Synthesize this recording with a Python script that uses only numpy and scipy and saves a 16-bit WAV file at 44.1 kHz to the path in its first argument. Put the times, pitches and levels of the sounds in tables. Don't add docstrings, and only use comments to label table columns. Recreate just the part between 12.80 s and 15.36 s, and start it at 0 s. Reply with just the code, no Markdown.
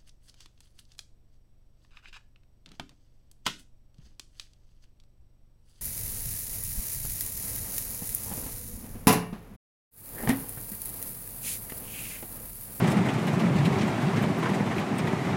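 import sys
import numpy as np
from scipy import signal
from scipy.fft import rfft, irfft
from scipy.io import wavfile
from scipy.ndimage import uniform_filter1d

SR = 44100
rng = np.random.default_rng(int(sys.argv[2]) if len(sys.argv) > 2 else 0)


def volts_from_db(level):
    exponent = np.asarray(level, float) / 20
    return 10 ** exponent


def unload_wav(signal):
    wavfile.write(
        sys.argv[1],
        SR,
        np.round(np.clip(np.atleast_2d(signal).T, -1, 1) * 32767).astype(np.int16),
    )


N = 112896


def in_time(rows, column=1):
    rows = np.array(rows)
    return np.interp(np.arange(N) / SR, rows[:, 0], rows[:, column])


def rms_one(x):
    return x / np.sqrt(np.mean(x ** 2) + 1e-20)


def evened(x):
    window = int(0.05 * SR)
    power = uniform_filter1d(uniform_filter1d(x ** 2, window), window)
    share = 0.55
    return rms_one(x / (power + 1e-20) ** (share / 2))


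def drift(rate_hz):
    r = np.exp(-80 * np.pi * rate_hz / SR)
    noise = rng.standard_normal(N // 40 + 2002)
    slow = signal.lfilter([1], [1, -2 * r, r * r], noise)[2000:]
    return np.interp(np.arange(N) / 40, np.arange(len(slow)), rms_one(slow))


def octaves():
    return np.log2(np.maximum(np.fft.rfftfreq(N, 1 / SR), 1))


def coloured(x, spectrum):
    hz, db = np.transpose(spectrum)
    f = octaves()
    beyond = np.maximum(np.log2(hz[0]) - f, 0) + np.maximum(f - np.log2(hz[-1]), 0)
    gain = volts_from_db(np.interp(f, np.log2(hz), db) - 24 * beyond)
    return rms_one(irfft(rfft(x) * gain, N))


def patchy(x, shared_db, own_db, rate_hz):
    half_octaves = octaves() * 2
    spectrum, together, out = rfft(x), drift(rate_hz), 0
    for k in range(8, 30):
        band = np.cos(np.pi / 2 * np.clip(half_octaves - k, -1, 1)) ** 2
        part = irfft(spectrum * band, N)
        out = out + part * volts_from_db(shared_db * together + own_db * drift(rate_hz))
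    return rms_one(out)


def resonance(x, hz, width_hz):
    r = np.exp(-np.pi * width_hz / SR)
    poles = [1, -2 * r * np.cos(2 * np.pi * hz / SR), r * r]
    return signal.lfilter([(1 - r * r) / 2, 0, (r * r - 1) / 2], poles, x)


def high_pass(x, hz):
    return signal.sosfilt(signal.butter(2, hz, "high", fs=SR, output="sos"), x)


def grains(per_s, spread_db):
    sizes = volts_from_db(spread_db * np.minimum(rng.exponential(1, N), 5)) * rng.choice([-1, 1], N)
    return sizes * (rng.random(N) < per_s / SR) + 1e-18


def swell_and_fall(t, rise_s, fall_s):
    return (1 - np.exp(-t / rise_s)) ** 2 * np.exp(-t / fall_s)


def bursts(s, db, rise_s, fall_s):
    t = np.maximum(np.arange(0, N, 16) / SR - s[:, None] + rise_s, 0)
    shape = swell_and_fall(t, rise_s, fall_s)
    level = np.sqrt(volts_from_db(2 * db) @ shape ** 2) / shape.max()
    return np.interp(np.arange(N) / 16, np.arange(t.shape[1]), level)


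# (frequency [Hz], density [dB per Hz])
ROAR_SPECTRUM = [(15, -66), (25, -25), (48, -28.5), (121, 4), (156, 2.5), (375, -14.5), (519, -11.5),
                 (782, -12), (1500, -40.5), (1950, -39), (3300, -120)]


def roar(push_db):
    noise = coloured(rng.standard_normal(N), ROAR_SPECTRUM)
    noise = evened(patchy(noise, shared_db=-0.5, own_db=3.5, rate_hz=17.6))
    level_db, follows_push = -31.5, 0.75
    return volts_from_db(level_db + follows_push * (push_db - push_db.mean())) * noise


# (time [s], level [dB])
SWEEP = [
    (0.0, -33),
    (0.27, -37),
    (0.7, -36),
    (1.0, -35),
    (2.13, -38),
    (2.56, -36.5),
]
# (frequency [Hz], density [dB per Hz])
SPRAY_SPECTRUM = [(350, -16), (600, 0.5), (966, -1.5), (1470, -6.5), (2340, -11), (5160, -23), (8890, -29),
                  (13400, -39), (15500, -41)]


def spray():
    drops = rms_one(grains(per_s=1800, spread_db=-8))
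    mix = rng.standard_normal(N) + volts_from_db(-21.5) * drops
    hiss = patchy(coloured(mix, SPRAY_SPECTRUM), shared_db=0.5, own_db=0.4, rate_hz=13.7)
    return volts_from_db(in_time(SWEEP) + 0.5) * hiss


# (time [s], peak level [dB], ring [Hz], ring width [Hz])
TICKS = [(0.1017, -39, 8000, 910), (.12, -38, 4970, 900), (0.337, -46, 7650, 900), (.4685, -44, 5450, 900),
         (1.3654, -45, 5600, 900), (1.4237, -40.5, 12700, 1000), (1.5858, -46, 14700, 1500),
         (1.984, -44, 5700, 900), (2.182, -39, 8700, 500), (2.186, -39, 8500, 550),
         (2.199, -56, 13500, 1200)]


def ticks():
    noise = rms_one(high_pass(rng.standard_normal(N), 4500))
    level_db, ring_db, rise_s, fall_s = -9.5, 2, 0.0015, 0.0038
    out = 0
    for s, db, hz, width_hz in TICKS:
        voice = noise + volts_from_db(ring_db) * rms_one(resonance(noise, hz, width_hz))
        out = out + voice * bursts(np.array([s]), np.array([db + level_db]), rise_s, fall_s)
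    return out


# (time [s], level [dB], ring [Hz], ring width [Hz])
RAPS = [
    (1.603, -34.5, 590, 500),
    (1.669, -40, 2100, 704),
    (1.9817, -31.5, 2200, 1200),
    (2.2763, -33.5, 1900, 300),
]


def raps():
    noise = rng.standard_normal(N)
    out = 0
    for s, db, hz, width_hz in RAPS:
        ring = evened(resonance(resonance(noise, hz, width_hz), hz, width_hz))
        out = out + ring * bursts(np.array([s]), np.array([db]), rise_s=0.00053, fall_s=0.005)
    return out


# (time [s], splash [dB], knock [dB], brightness [dB])
SLAPS = [(0.045, -31, -30, -3.5), (0.0782, -27.5, -27.5, 8), (0.1167, -31, -40, 8.5),
         (0.1724, -30.5, -26, 3), (0.2597, -32, -26, 7), (0.291, -25.5, -34, -4), (0.3424, -32.5, -52.5, 3),
         (0.389, -30.5, -37.5, 3), (0.4266, -46.5, -29, 17.5), (0.4738, -29, -29.5, 6.5),
         (0.486, -31, -34.5, 2), (0.536, -30.5, -29.5, 1), (0.6015, -28.5, -26, 3.5),
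         (0.6444, -32, -31.5, 1.5), (0.762, -31, -33, 2.5), (0.788, -24.5, -30.5, -4),
         (0.855, -26, -34.5, 3), (0.9294, -31.5, -39, 4), (0.989, -26, -34, -8), (1.017, -23.5, -36, -6),
         (1.078, -39, -31.5, 11), (1.22, -40, -26.5, 12.5), (1.271, -29.5, -33.5, -8.5),
         (1.333, -33.5, -28.5, 7), (1.3656, -24, -28, -2.5), (1.4355, -28.5, -28, -2.5),
         (1.5994, -39, -56, 3), (1.63, -26.5, -24, -2.5), (1.647, -31.5, -27.5, -2),
              (1.66, -27, -22.5, -3), (1.693, -29.5, -28.5, 3.5), (1.7446, -30.5, -30.5, 2.5),
              (1.7994, -40, -25.5, 4.5), (1.8647, -33, -28.5, -1), (1.9155, -29, -25.5, -8.5),
              (1.968, -36, -34.5, 5), (1.9889, -35, -29.5, 7.5), (2.0144, -31.5, -36, -14),
              (2.0694, -31, -35.5, -12), (2.19, -26, -27.5, -7), (2.2744, -32, -26, 3),
              (2.332, -47, -29, 16), (2.4514, -34, -28, 7), (2.4854, -36, -31.5, -15),
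              (2.5297, -47.5, -30, -17)]
# (frequency [Hz], density [dB per Hz])
SPLASH_SPECTRUM = [(1470, -4), (2500, 1), (4720, -9.5), (8110, -14.5), (12100, -23), (15500, -33)]
# (frequency [Hz], density [dB per Hz])
KNOCK_SPECTRUM = [(260, -58), (450, 2.5), (538, -8), (1030, -1.5), (1360, -10.5), (2050, -6.5), (2660, -23),
                  (3800, -23.5), (4940, -45), (8360, -120)]


def slaps():
    s, splash_db, knock_db, bright_db = np.transpose(SLAPS)
    splash_db, knock_db = splash_db - 11.5, knock_db - 6.5

    splash = coloured(rng.standard_normal(N), SPLASH_SPECTRUM)
    splash = patchy(splash, shared_db=1.9, own_db=2.0, rate_hz=15)
    low = signal.sosfiltfilt(signal.butter(2, 7240, fs=SR, output="sos"), splash)
    high = splash - low

    taps = rng.standard_normal(N) + volts_from_db(-5) * rms_one(grains(per_s=1200, spread_db=0.5))
    knock = evened(patchy(coloured(taps, KNOCK_SPECTRUM), shared_db=-1.0, own_db=1.9, rate_hz=73))

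    return (low * bursts(s, splash_db, rise_s=0.01, fall_s=0.011)
            + high * bursts(s, splash_db + bright_db, rise_s=0.01, fall_s=0.011)
            + knock * bursts(s, knock_db, rise_s=0.0072, fall_s=0.018))


# (time [s], peak level
# [dB], boom [Hz])
THUMPS = [(0.031, -14, 166), (0.116, -20.5, 214), (0.162, -12, 205.3), (0.199, -15.5, 187),
          (0.262, -17, 193), (0.353, -16.5, 134), (0.406, -18.5, 165), (0.475, -20, 147), (0.528, -17, 132),
          (0.559, -18, 180), (0.606, -15.5, 217), (0.669, -14.5, 178), (0.703, -14.5, 140),
          (0.742, -17, 195), (0.788, -13, 146.7), (0.848, -15, 177), (0.893, -26, 178), (0.911, -19, 167),
          (1.029, -14.5, 211), (1.159, -20, 124), (1.221, -19, 140), (1.266, -17, 189), (1.333, -16.5, 170),
          (1.411, -14, 183), (1.462, -17.5, 174.4), (1.601, -18.5, 156), (1.658, -20.5, 194),
          (1.706, -16, 195), (1.859, -23.5, 136), (1.923, -18.5, 177), (1.992, -23, 158),
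          (2.015, -18.5, 163), (2.105, -23, 231), (2.136, -19, 168), (2.196, -20.5, 152),
          (2.231, -18.5, 145), (2.319, -26, 131), (2.352, -31, 148), (2.412, -19, 164), (2.459, -21.5, 186),
          (.005, -22, 110), (0.076, -19.5, 150), (.638, -17.5, 186), (0.826, -19, 155),
               (.955, -20.5, 110), (1.06, -24, 201), (1.361, -23.5, 118), (1.501, -21.5, 157),
               (1.545, -24.5, 150), (1.759, -18.5, 161), (1.80, -21, 198.6), (2.279, -23.5, 110),
               (2.52, -22, 153.6)]


def thumps():
    out = np.zeros(N + SR)
    t = np.arange(SR // 8) / SR
    shape = swell_and_fall(t, rise_s=0.0053, fall_s=0.014)
    shape = shape / shape.max()
    for s, db, hz in THUMPS:
        start = int(s * SR)
        boom = np.sin(2 * np.pi * (hz * t + rng.random()))
        out[start:start + len(t)] += volts_from_db(db - 5) * shape * boom
    return out[:N]


# (time [s], level [dB], small panels [dB])
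PUSH = [(0.0, -23, -8.5), (0.05, -24.5, -6), (0.5, -28.5, -8), (0.64, -25.5, -7.5), (0.87, -25, -10.5),
        (0.9, -25, -5.5), (1.22, -30, -6), (1.44, -24.5, -7), (1.47, -25.5, -10.5), (1.6, -32, -2.5),
        (1.71, -28, -5.5), (1.94, -27.5, -14), (1.97, -30, -2), (2.02, -23.5, -16), (2.07, -35, -1),
        (2.15, -28.5, -7), (2.32, -30, -5), (2.56, -27.5, -7)]
# (frequency [Hz], width [Hz], level [dB])
BODY = [(59, 9.8, -37), (117.4, 40, -5), (154.4, 51, -0.5), (203.6, 37.4, 3), (268, 60, -8),
        (379, 40.7, -5.5), (757, 93, -17.5), (1190, 150, -18.5), (2100, 440, -10)]


def drumming(push_db):
    cloth = signal.butter(1, 1400, fs=SR)
    beats = signal.lfilter(*cloth, grains(per_s=900, spread_db=3.5))
    big, small = 0, 0
    for k, (hz, width_hz, db) in enumerate(BODY):
        pole_width_hz = 2.08 * width_hz
        ring = resonance(resonance(beats, hz, pole_width_hz), hz, pole_width_hz)
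        ring = (-1) ** k * volts_from_db(db) * ring / np.sqrt(width_hz)
        if hz < 240:
            big = big + ring
        else:
            small = small + ring
    small_db = in_time(PUSH, 2) - 1.5
    return volts_from_db(push_db + 2.5) * (volts_from_db(-6) * evened(big) + volts_from_db(small_db) * evened(small))


def scene():
    push_db = in_time(PUSH)
    background = roar(push_db) + spray()
    on_the_glass = ticks() + raps() + slaps()
    on_the_door = thumps() + drumming(push_db)
    return (background + on_the_glass + on_the_door)[None]


# (frequency [Hz], rms per step [ratio])
STEPS = [(200, 12), (450, 5), (1200, 2.5), (2000, 1.9), (3000, 1.25), (4400, .92), (5800, .75), (7200, .66),
         (9300, .58), (11300, .5), (12700, .45), (14000, .39), (15200, .33), (15800, .28)]


def phone_grain(x):
    n, k = np.arange(2048) + 0.5, np.arange(1024) + 0.5
    lead = 616
    window = np.sin(np.pi * n / 2048)[:, None]
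    basis = window * np.cos(np.pi / 1024 * np.outer(n + 512, k)) / np.sqrt(512)
    halves = np.pad(x, (lead + 1024, 3072))[:(N // 1024 + 4) * 1024].reshape(-1, 1024)
    lines = np.hstack([halves[:-1], halves[1:]]) @ basis

    power = lines ** 2
    banded = np.repeat(power.reshape(len(lines), -1, 32).mean(axis=2), 32, axis=1) + 1e-20
    usual = uniform_filter1d(power.mean(axis=0), size=16) + 1e-20
    local = np.where(k < 96, uniform_filter1d(power, size=8, axis=1) + 1e-20, banded)
    follows = 0.55
    fineness = np.interp(k * SR / 2048, *np.transpose(STEPS))
    step = np.sqrt(local ** follows * usual ** (1 - follows)) / fineness

    rungs = np.floor((abs(lines) / step) ** 0.75 + 0.4054)
    kept = np.sign(lines) * step * rungs ** (4 / 3) * (k < 732)
    nearby = np.sqrt(uniform_filter1d(kept ** 2, size=9, axis=1).clip(0))
    kept = kept + volts_from_db(-21) * nearby * rng.standard_normal(kept.shape)
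    frames = kept @ basis.T
    return (frames[1:, :1024] + frames[:-1, 1024:]).ravel()[lead:lead + N]


def band_limit(x):
    return signal.sosfilt(signal.butter(12, 15690, fs=SR, output="sos"), x)


def record(dry):
    mix = phone_grain(high_pass(dry[0], 68.7))[None]
    return band_limit(mix)


dry = scene()
out = record(dry)
unload_wav(out)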